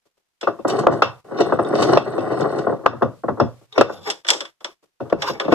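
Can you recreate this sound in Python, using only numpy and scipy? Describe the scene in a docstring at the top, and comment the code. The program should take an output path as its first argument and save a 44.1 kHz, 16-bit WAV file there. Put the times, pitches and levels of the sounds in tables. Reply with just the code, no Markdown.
"""Closing a bench vise

A cast-iron vise is spun shut on a small steel plate, close by in a workshop. The sliding handle drops
against its stops and the wooden bench booms; the screw grinds and sings in its nut. Then a hand works
the small swivel-lock lever, which scrapes and clinks. The hardest blows overload the microphone."""
import sys
import numpy as np
from scipy import signal
from scipy.io import wavfile
from scipy.ndimage import uniform_filter1d

SR = 44100
rng = np.random.default_rng(int(sys.argv[2]) if len(sys.argv) > 2 else 0)


def pcm_store(signal):
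    """Save signal as 16-bit PCM."""
    levels = np.round(np.clip(np.atleast_2d(signal), -1, 1) * 32767)
    wavfile.write(sys.argv[1], SR, levels.astype(np.int16).T)


N = 244314


# Handle and jaw hits. Each row: start in seconds, clack level in dB, brightness in Hz,
# bench boom level in dB, steel ring level in dB.
KNOCKS = [(0.428, -14.5, 594, -67, -29), (0.471, -2.5, 640, -37, -33), (0.589, -20.5, 400, -51, -52),
          (0.648, -5, 477, -34, -54), (0.835, -10.5, 437, -36, -51), (0.867, 5.5, 610, -19.5, -49),
          (0.881, 3.5, 490, -30, -32), (1.02, 3.5, 944, -26, -11), (1.522, -2, 570, -26, -38),
          (1.589, -3.5, 576, -28, -38), (1.82, -6, 546, -54, -40), (1.971, 5.5, 680, -44, -14),
          (2.179, -8.5, 397, -32, -35), (2.668, -4.5, 536, -24.5, -47), (2.694, -8.5, 450, -45, -54.5),
          (2.722, -9.5, 410, -44, -59), (2.859, 5.5, 893, -19.5, -19), (2.931, -19, 475, -31.5, -73),
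          (3.02, -1.5, 515, -18.5, -35), (3.236, -12, 463, -31.5, -65), (3.282, -6.5, 630, -23, -45.5),
          (3.399, 0, 650, -13, -28), (3.778, 3.5, 480, -10.5, -12.5), (3.81, 14.5, 660, -33, -5.5),
          (3.895, -5.5, 604, -57, -65), (5.003, -16, 428, -27.5, -45.5), (5.124, 0.5, 382, -58, -35),
          (5.294, -12.5, 360, -36.5, -43), (5.447, -14.5, 350, -63, -33.5), (5.48, -6, 404, -36, -38),
          (5.522, 6.5, 310, -17, -18), (5.535, -18, 495, -21, -17)]
# Tone of iron clack, wooden boom and steel rasp. Each row: frequency in Hz, level in dB.
KNOCK_COLOUR = [(30, -41), (90, -30), (160, -12.5), (250, -5.5), (400, 2.5), (560, 5.5), (820, -0.5),
                (1250, -2), (1600, -10), (2100, -48), (3000, -49.5)]
BOOM_COLOUR = [(40, -19.5), (80, -21.5), (115, 0), (160, -17), (240, -0.5), (320, -4), (560, -11),
               (850, -17.5), (1300, -22), (2000, -37.5)]
RASP_COLOUR = [(1900, 9.5), (2450, -2.5), (2900, 3.5), (4200, 1.5), (6000, -8), (7500, -26), (10000, -24),
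               (14000, -46.5)]
# Bench and handle resonances. Each row: pitch in Hz, width in Hz, gain in dB.
BENCH_MODES = [(107, 65, 5), (220, 63, -9.5)]
HANDLE_MODES = [(2670, 90, 18), (3340, 45, 3.2), (3590, 52, 10), (5367, 380, 8.2)]

def knocks():
    """Heavy hits clack in the casting, boom through the bench and ring the handle."""
    iron, wood, steel = np.zeros((3, 2, N))
    for s, clack_db, bright_hz, boom_db, ring_db in KNOCKS:
        hardness = np.log2(bright_hz / 650)   # a shorter contact is brighter
        clack = dense_ring(KNOCK_COLOUR, crack_t60=0.052, tail_db=-17, tilt_db=9.3 * hardness,
                           rise_s=0.00075)
        boom = dense_ring(BOOM_COLOUR, crack_t60=0.18, tail_db=-28.5, rise_s=0.0017)
        ring = dense_ring(RASP_COLOUR, crack_t60=0.12, tail_db=-10, tilt_db=-1, rise_s=0.0014)
        add(iron, s - 0.0015, from_db(clack_db - 9.5) * clack)   # early, to offset the low-pass delay
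        add(wood, s + 0.00333, from_db(boom_db) * boom)
        add(steel, s, from_db(ring_db - 9.5) * ring)
    bench = cut(wood + resonances(wood, BENCH_MODES), hz=1860, kind="low", order=6)
    handle = cut(steel + resonances(steel, HANDLE_MODES), hz=13400, kind="low", order=4)
    return casting(iron) + bench + handle


# Resonances of the iron body. Each row: pitch in Hz, width in Hz, gain in dB.
CASTING_MODES = [(328.2, 36, 2.5), (401, 21, -7.5), (548, 67, -1), (689.7, 9.8, -4.5), (1168, 140, -1.5),
                 (1470, 52, -1), (1924, 80, 7.5)]

def casting(hits):
    """The cast-iron body rings at its modes and damps the treble."""
    return cut(hits + resonances(hits, CASTING_MODES), hz=1691, kind="low", order=8)


# Light steel hits. Each row: start in seconds, level in dB, brightness in Hz, casting level in dB.
CLINKS = [(0.41, -22, 3630, -30.5), (0.679, -22, 6660, -14.5), (2.4055, -27, 4420, -22),
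          (3.0246, -27, 2800, -38), (3.809, -10, 4460, -28), (4.099, -7, 3930, -22),
          (4.2464, -22, 3000, -29), (4.265, -20, 3335, -32.5), (4.277, -19, 4700, -29),
          (4.2842, -1, 3650, -12), (4.3016, 5.5, 4000, -8.5), (4.3312, -7, 3700, -18),
          (4.4039, -12.5, 3450, -20.5), (4.45, -23, 3340, -37), (4.6043, -39.5, 3210, -34.5),
          (4.6432, -13, 3440, -21), (5.0973, -29.5, 3080, -23.5), (5.2187, -8.5, 3330, -20.5),
          (5.397, -8, 2960, -12.5), (5.5184, -19, 2900, -1.5)]
# Tone of struck steel. Each row: frequency in Hz, level in dB.
STEEL_COLOUR = [(1200, -10.5), (1900, 7.5), (2300, 3), (3300, 7.5), (4200, 0), (5200, 3.5), (7700, -8),
                (9500, -26), (11500, -23.5), (14000, -44)]
# Lock lever resonances. Each row: pitch in Hz, width in Hz, gain in dB.
LEVER_MODES = [(949, 60, 26.5), (3260, 20, -10.5), (3400, 78, -0.5), (3516, 250, 2.5), (4080, 42, -7.5),
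               (5130, 81, -4), (5110, 160, 4.5), (5680, 79, 7), (7620, 130, 12), (11070, 70, 14.5)]

def clinks():
    """Light hits ring the lever, and the casting answers underneath."""
    steel, iron = np.zeros((2, 2, N))
    for s, clink_db, bright_hz, answer_db in CLINKS:
        hardness = np.log2(bright_hz / 3700)
        clink = dense_ring(STEEL_COLOUR, crack_t60=0.042, tail_db=-18, tilt_db=25.4 * hardness,
                           rise_s=0.0015)
        answer = dense_ring(KNOCK_COLOUR, crack_t60=0.14, tail_db=-17.5, tilt_db=1, rise_s=0.00088)
        add(steel, s, from_db(clink_db - 15) * clink)
        add(iron, s, from_db(answer_db - 12) * answer)
    lever = cut(steel + resonances(steel, LEVER_MODES), hz=13400, kind="low", order=4)
    return lever + casting(iron)


# Effort on the screw, one curve per spin. Each point: time in seconds, grind level in dB.
SPINS = [
    [(0.67, -23.5), (0.8, -20), (0.86, -35), (1.01, -28)],
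    [(1.235, -50), (1.37, -27.5), (1.5, -23.5), (1.575, -32.5), (1.66, -25), (1.8, -20.5), (1.95, -14),
     (2.04, -26.5), (2.24, -26.5), (2.42, -20.5), (2.54, -25), (2.77, -38)],
]
# Dry spots on the thread. Each row: peak time in seconds, then grind, rasp and grit levels in dB.
CATCHES = [(0.7, -30, -30.5, -31.5), (0.79, -38, -45, -33), (0.922, -11, -38.5, -32),
           (1.407, -11, -23.5, -34), (1.752, -22.5, -29, -49), (1.799, -16, -35, -36),
           (1.825, -17.5, -22.5, -26), (1.931, -25.5, -35.5, -41.5), (2.327, -19, -46.5, -57),
           (2.586, -20, -48, -41.5)]

def screw():
    """The thread grinds, rasps and sings with the effort; where it catches, grit cracks."""
    t = np.arange(N) / SR
    usual_db = -23.5   # the grind level that counts as an effort of 1
    effort = sum(from_db(np.interp(t, *np.transpose(spin)) - usual_db)
                 * (t >= spin[0][0]) * (t <= spin[-1][0]) for spin in SPINS)
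    catch_grind, catch_rasp, crush = np.zeros((3, N))
    for s, grind_db, rasp_db, grit_db in CATCHES:
        catch = swell(s, build_s=0.01, ease_s=0.011)
        catch_grind += from_db(grind_db) * catch
        catch_rasp += from_db(rasp_db) * catch
        crush += from_db(grit_db) * swell(s, build_s=0.004, ease_s=0.011)
    song = effort ** 2 / (effort ** 2 + from_db(-5.5) ** 2)   # sets in with effort, then levels off
    rasp = rasping(catch_rasp + from_db(-51.5) * effort ** 1.1)
    whistle = singing(from_db(-28) * catch_rasp + from_db(-52) * song)
    grind = grinding(catch_grind + from_db(usual_db) * effort, turns=4)
    return from_db(1.5) * grind + rasp + whistle + grit(crush, cracks_per_s=720)


# Tone of rubbed iron. Each row: frequency in Hz, level in dB.
GRIND_COLOUR = [(30, -34.5), (75, -30.5), (120, -6.5), (200, -8), (310, -4), (410, 1), (550, -4.5),
                (820, -8), (1200, -13.5), (1600, -23.5), (2100, -22), (3000, -44.5)]

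def grinding(gain, turns):
    """Several turns of the thread bear at once, each shaking the casting from its own spot."""
    shake = 0
    for _ in range(turns):
        ring = dense_ring(GRIND_COLOUR, crack_t60=0.015, tail_db=-27.5)
        shake += friction(gain, ring, CASTING_MODES, slips_per_s=200, uneven_db=3.5,
                          judder_db=2.5, judder_hz=25.08, wander_db=1.5)
    return cut(shake / np.sqrt(turns), hz=1772, kind="low", order=6)


# Thread resonances. Each row: pitch in Hz, width in Hz, gain in dB.
THREAD_MODES = [(2700, 90, 12), (2920, 70, 8), (3600, 110, 12), (5240, 110, 9), (5650, 110, 10),
                (6250, 140, 11)]

def rasping(gain):
    """Fast slips excite the thread's own bright, shifting modes."""
    ring = dense_ring(RASP_COLOUR, crack_t60=0.0092, tail_db=-21.5)
    rasp = friction(gain, ring, THREAD_MODES, slips_per_s=900, uneven_db=3,
                    judder_db=2.5, judder_hz=40.3, wander_db=3)
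    return rasp + gliding_mode(rasp, hz=4290, width_hz=170, db=12, swing_hz=130)


# Partials of the screw's whistle. Each row: pitch in Hz, width in Hz, gain in dB.
WHISTLE_MODES = [(8130, 30, 0), (11750, 160, -25), (13850, 180, -32)]

def singing(gain):
    """The screw sings in its nut: a thin, fluttering whistle."""
    whistle = rms_one(resonances(rng.standard_normal((2, N)), WHISTLE_MODES))
    flutter = from_db(4 * drift(rate_hz=40))
    return gain * rms_one(cut(whistle, hz=7300, kind="high", order=8) * flutter)


def grit(gain, cracks_per_s):
    """Grains crushed in the thread give bright cracks of uneven size."""
    cracks = rms_one(impulses(cracks_per_s, uneven_db=1, cap=3))
    ring = dense_ring(STEEL_COLOUR, crack_t60=0.0065, tail_db=-26.5, tilt_db=5)
    return signal.oaconvolve([gain * cracks], ring / np.sqrt(np.sum(ring ** 2) / 2), axes=1)[:, :N]


# Steel sliding on steel. 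Each row: peak time in seconds, run-up in seconds, rub and hiss levels in dB.
SLIDES = [(3.765, 0.015, -24.5, -43.5), (3.931, 0.041, -46, -32), (4.078, 0.02, -20.5, -29),
          (4.318, 0.016, -18, -31), (5.225, 0.013, -15.5, -34), (5.28, 0.018, -35, -26),
          (5.334, 0.012, -22, -38.5), (5.414, 0.0068, -23.5, -37.5), (5.537, 0.015, -5.5, -26.5)]
# Tone of the scrape. Each row: frequency in Hz, level in dB.
HISS_COLOUR = [(1200, -4.5), (1900, -1), (3200, 1.5), (4500, 3), (6500, -5), (8000, -21.5), (10000, -29),
               (12700, -12.5), (14000, -35)]
# Swivel resonance. Each row: pitch in Hz, width in Hz, gain in dB.
SWIVEL_MODES = [(897, 140, 4)]

def slides():
    """Handle and lever slide in their holes: a low rub under a fine, bright scrape."""
    rub_gain, hiss_gain = sum(np.outer(from_db(levels_db), swell(s, run_up_s, ease_s=0.023))
                              for s, run_up_s, *levels_db in SLIDES)
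    iron = dense_ring(GRIND_COLOUR, crack_t60=0.039, tail_db=-23.5, tilt_db=5.5)
    rub = friction(rub_gain, iron, CASTING_MODES + SWIVEL_MODES, slips_per_s=1100, uneven_db=4,
                   judder_db=3, judder_hz=28.73, wander_db=14)
    steel = dense_ring(HISS_COLOUR, crack_t60=0.01, tail_db=-41)
    hiss = friction(hiss_gain, steel, LEVER_MODES, slips_per_s=5300, uneven_db=-2,
                    judder_db=2, judder_hz=30, wander_db=7.5)
    return from_db(-0.5) * rub + from_db(-1.8) * cut(hiss, hz=13300, kind="low", order=8)


# Soft bumps of the plate. Each row: start in seconds, level in dB.
NUDGES = [(0.049, -38), (0.167, -41), (1.308, -7), (2.789, -15.5), (2.834, -12), (3.008, -9), (3.37, -9),
          (3.608, -33), (3.968, -29), (4.822, -35), (5.052, -17.5)]

def nudges():
    """The plate is nudged and thuds dully through the casting."""
    iron = np.zeros((2, N))
    for s, level_db in NUDGES:
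        thud = dense_ring(GRIND_COLOUR, crack_t60=0.22, tail_db=-20, rise_s=0.00098)
        add(iron, s, from_db(level_db - 18) * thud)
    return casting(iron)


# Plate and handle tinks. Each row: start in seconds, peak in dB, pitch in Hz, width in Hz.
TINKS = [(1.647, -31, 3650, 45), (2.872, -29, 3570, 80), (3.399, -22.5, 5260, 200), (3.402, -39, 3380, 11),
         (3.725, -28.5, 3690, 89)]

def tinks():
    """Lightly touched steel chatters for an instant and rings around one pitch."""
    out = np.zeros((2, N))
    for s, peak_db, hz, width_hz in TINKS:
        touch = dense_ring(STEEL_COLOUR, crack_t60=0.019, tail_db=-16.5)
        ring = touch + resonances(touch, [(hz, width_hz, 26)])
        add(out, s, from_db(peak_db) * ring / np.abs(ring).max())
    return out


def mic_hiss():
    """The microphone's faint, even hiss."""
    return from_db(-62) * rms_one(cut(rng.standard_normal((2, N)), hz=4760, kind="low", order=1))


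# Tail of vise, bench and workshop. Each row: frequency in Hz, seconds to fall 60 dB.
RING_OUT = [(100, 0.91), (250, 0.26), (560, 0.26), (1400, 0.26), (3500, 0.23), (10000, 0.24)]
# Stereo width. Each row: frequency in Hz, side minus mid in dB.
WIDTH = [(60, 9.5), (125, -3.5), (280, 0), (550, -5), (1250, -21.5), (1600, -1), (2000, 10), (2500, 12.5),
         (3200, -7.5), (4500, 9), (8000, -10), (13000, -0.5)]
# Stereo balance. Each row: frequency in Hz, left minus right in dB.
PAN = [(120, -2.5), (250, 2.5), (420, 4), (600, 2), (1100, 0.5), (1800, 0.5), (3300, -0.5), (5500, 0.5),
       (9000, -10.5), (13000, -2.5)]
BAND_HZ = 31.25 * 2 ** (np.arange(28) / 3)   # third octaves
BANK = [signal.butter(2, [hz / 2 ** (1 / 6), hz * 2 ** (1 / 6)], "band", fs=SR, output="sos")
        for hz in BAND_HZ]

def dense_ring(colour, crack_t60, tail_db, tilt_db=0, rise_s=0.00047):
    """Countless close modes struck at once: a crack, then a tail per band; tilt in dB per octave."""
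    age = np.arange(SR // 3) / SR
    left_right = np.array([[1], [-1]])
    attack = 1 - np.exp(-(age / rise_s) ** 2)   # the contact takes a moment to build
    noise = rng.standard_normal((2, 2, len(age))) * attack
    crack = np.exp(-np.log(1000) * age / crack_t60)
    out = 0
    for k, hz in enumerate(BAND_HZ):
        if colour[0][0] <= hz <= colour[-1][0]:
            tail = from_db(tail_db) * np.exp(-np.log(1000) * age / at_hz(RING_OUT, hz))
            mid, side = signal.sosfilt(BANK[k], noise[k % 2] * (crack + tail))
            band = rms_one(rms_one(mid) + from_db(at_hz(WIDTH, hz)) * rms_one(side) * left_right)
            band *= from_db(at_hz(PAN, hz) / 2 * left_right)
            out += band * np.sqrt(hz) * from_db(at_hz(colour, hz) + tilt_db * np.log2(hz))
    return out / np.sqrt(np.sum(out ** 2) / (2 * SR * 0.01))   # the energy of 10 ms at unit power


WANDER_HZ = 4.7   # how fast a rubbing contact moves from spot to spot

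def friction(gain, ring, modes, slips_per_s, uneven_db, judder_db, judder_hz, wander_db):
    """Tiny slips, bunched by judder, strike one body; its modes flare and fade as the contact moves."""
    slips = impulses(slips_per_s, uneven_db, cap=4)
    slips = rms_one(slips * from_db(judder_db * drift(judder_hz)))
    body = ring + resonances(ring, modes)
    shake = signal.oaconvolve([gain * slips], ring / np.sqrt(np.sum(body ** 2) / 2), axes=1)[:, :N]
    flares = (resonances(shake * rms_one(from_db(wander_db * drift(WANDER_HZ))), [m]) for m in modes)
    return shake + sum(flares)


def impulses(per_s, uneven_db, cap):
    """Random clicks whose sizes span cap times uneven_db."""
    sizes = from_db(uneven_db * np.minimum(rng.exponential(1, N), cap)) * rng.choice([-1, 1], N)
    return sizes * (rng.random(N) < per_s / SR)


def resonances(x, modes):
    """Ring x through parallel resonators."""
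    out = 0
    for hz, width_hz, db in modes:
        r = np.exp(-np.pi * width_hz / SR)
        poles = [1, -2 * r * np.cos(2 * np.pi * hz / SR), r * r]
        out += from_db(db) * (1 - r * r) / 2 * signal.lfilter([1, 0, -1], poles, x + 1e-18)
    return out


def gliding_mode(x, hz, width_hz, db, swing_hz):
    """A resonance whose centre wanders as the contact moves."""
    turn = np.exp(2j * np.pi * np.cumsum(hz + swing_hz * drift(WANDER_HZ)) / SR)
    r = np.exp(-np.pi * width_hz / SR)
    return from_db(db) * 2 * np.real(turn * signal.lfilter([1 - r], [1, -r], x / turn + 1e-18))


def swell(s, build_s, ease_s):
    """Friction builds exponentially to a peak at time s and eases off."""
    t = np.arange(N) / SR - s
    return np.exp(-np.minimum(np.maximum(-t / build_s, t / ease_s), 20))


def drift(rate_hz):
    """Smooth random motion with spread 1."""
    r = np.exp(-2 * np.pi * rate_hz / SR)
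    return rms_one(signal.lfilter([1], [1, -2 * r, r * r], rng.standard_normal(N + SR))[SR:])


def add(track, s, sound):
    """Mix a sound in at s seconds."""
    start = max(round(s * SR), 0)
    track[:, start:start + sound.shape[1]] += sound[:, :max(N - start, 0)]


def cut(x, hz, kind, order):
    """Butterworth low- or high-pass."""
    return signal.sosfilt(signal.butter(order, hz, kind, fs=SR, output="sos"), x)


def from_db(db):
    """Decibels to gain."""
    return 10 ** (np.asarray(db) / 20)


def rms_one(x):
    """Scale to unit power."""
    return x / np.sqrt(np.mean(x ** 2) + 1e-20)


def at_hz(points, hz):
    """Read a table on a log-frequency axis."""
    known_hz, values = np.transpose(points)
    return np.interp(np.log(hz), np.log(known_hz), values)


def held(level_db, release_db_per_s):
    """A level that jumps up at once and sinks at a steady rate."""
    fall = release_db_per_s * np.arange(N) / SR
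    return np.maximum.accumulate(level_db + fall) - fall


def noise_gate(x, threshold_db, depth_db, release_db_per_s):
    """Turns the sound down as it sinks below the threshold."""
    power = uniform_filter1d(np.mean(x ** 2, axis=0), size=256)
    level_db = held(10 * np.log10(np.maximum(power, 1e-14)), release_db_per_s)
    return x * from_db(np.clip(2 * (level_db - threshold_db), -depth_db, 0))


def limiter(x, threshold_db, attack_s, release_db_per_s):
    """Too slow for the crack of a hard blow, it ducks the ring that follows."""
    level_db = held(20 * np.log10(np.abs(x).max(axis=0) + 1e-9), release_db_per_s)
    r = np.exp(-1 / (attack_s * SR))
    return x * from_db(-signal.lfilter([1 - r], [1, -r], np.maximum(level_db - threshold_db, 0)))


def scene():
    """Hits, screw and sliding steel in a quiet workshop."""
    return knocks() + clinks() + nudges() + tinks() + screw() + slides() + mic_hiss()


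def record(dry):
    """Pauses are gated, hard blows are ducked and clipped, and the top is cut."""
    gated = noise_gate(dry, threshold_db=-53.5, depth_db=49, release_db_per_s=448)
    limited = limiter(gated, threshold_db=-3, attack_s=0.0049, release_db_per_s=103)
    top_cut = signal.ellip(10, 0.1, 80, 15200, fs=SR, output="sos")   # steep low-pass, edge in Hz
    return signal.sosfilt(top_cut, np.clip(limited, -1, 1))


dry = scene()
out = record(dry)
pcm_store(out)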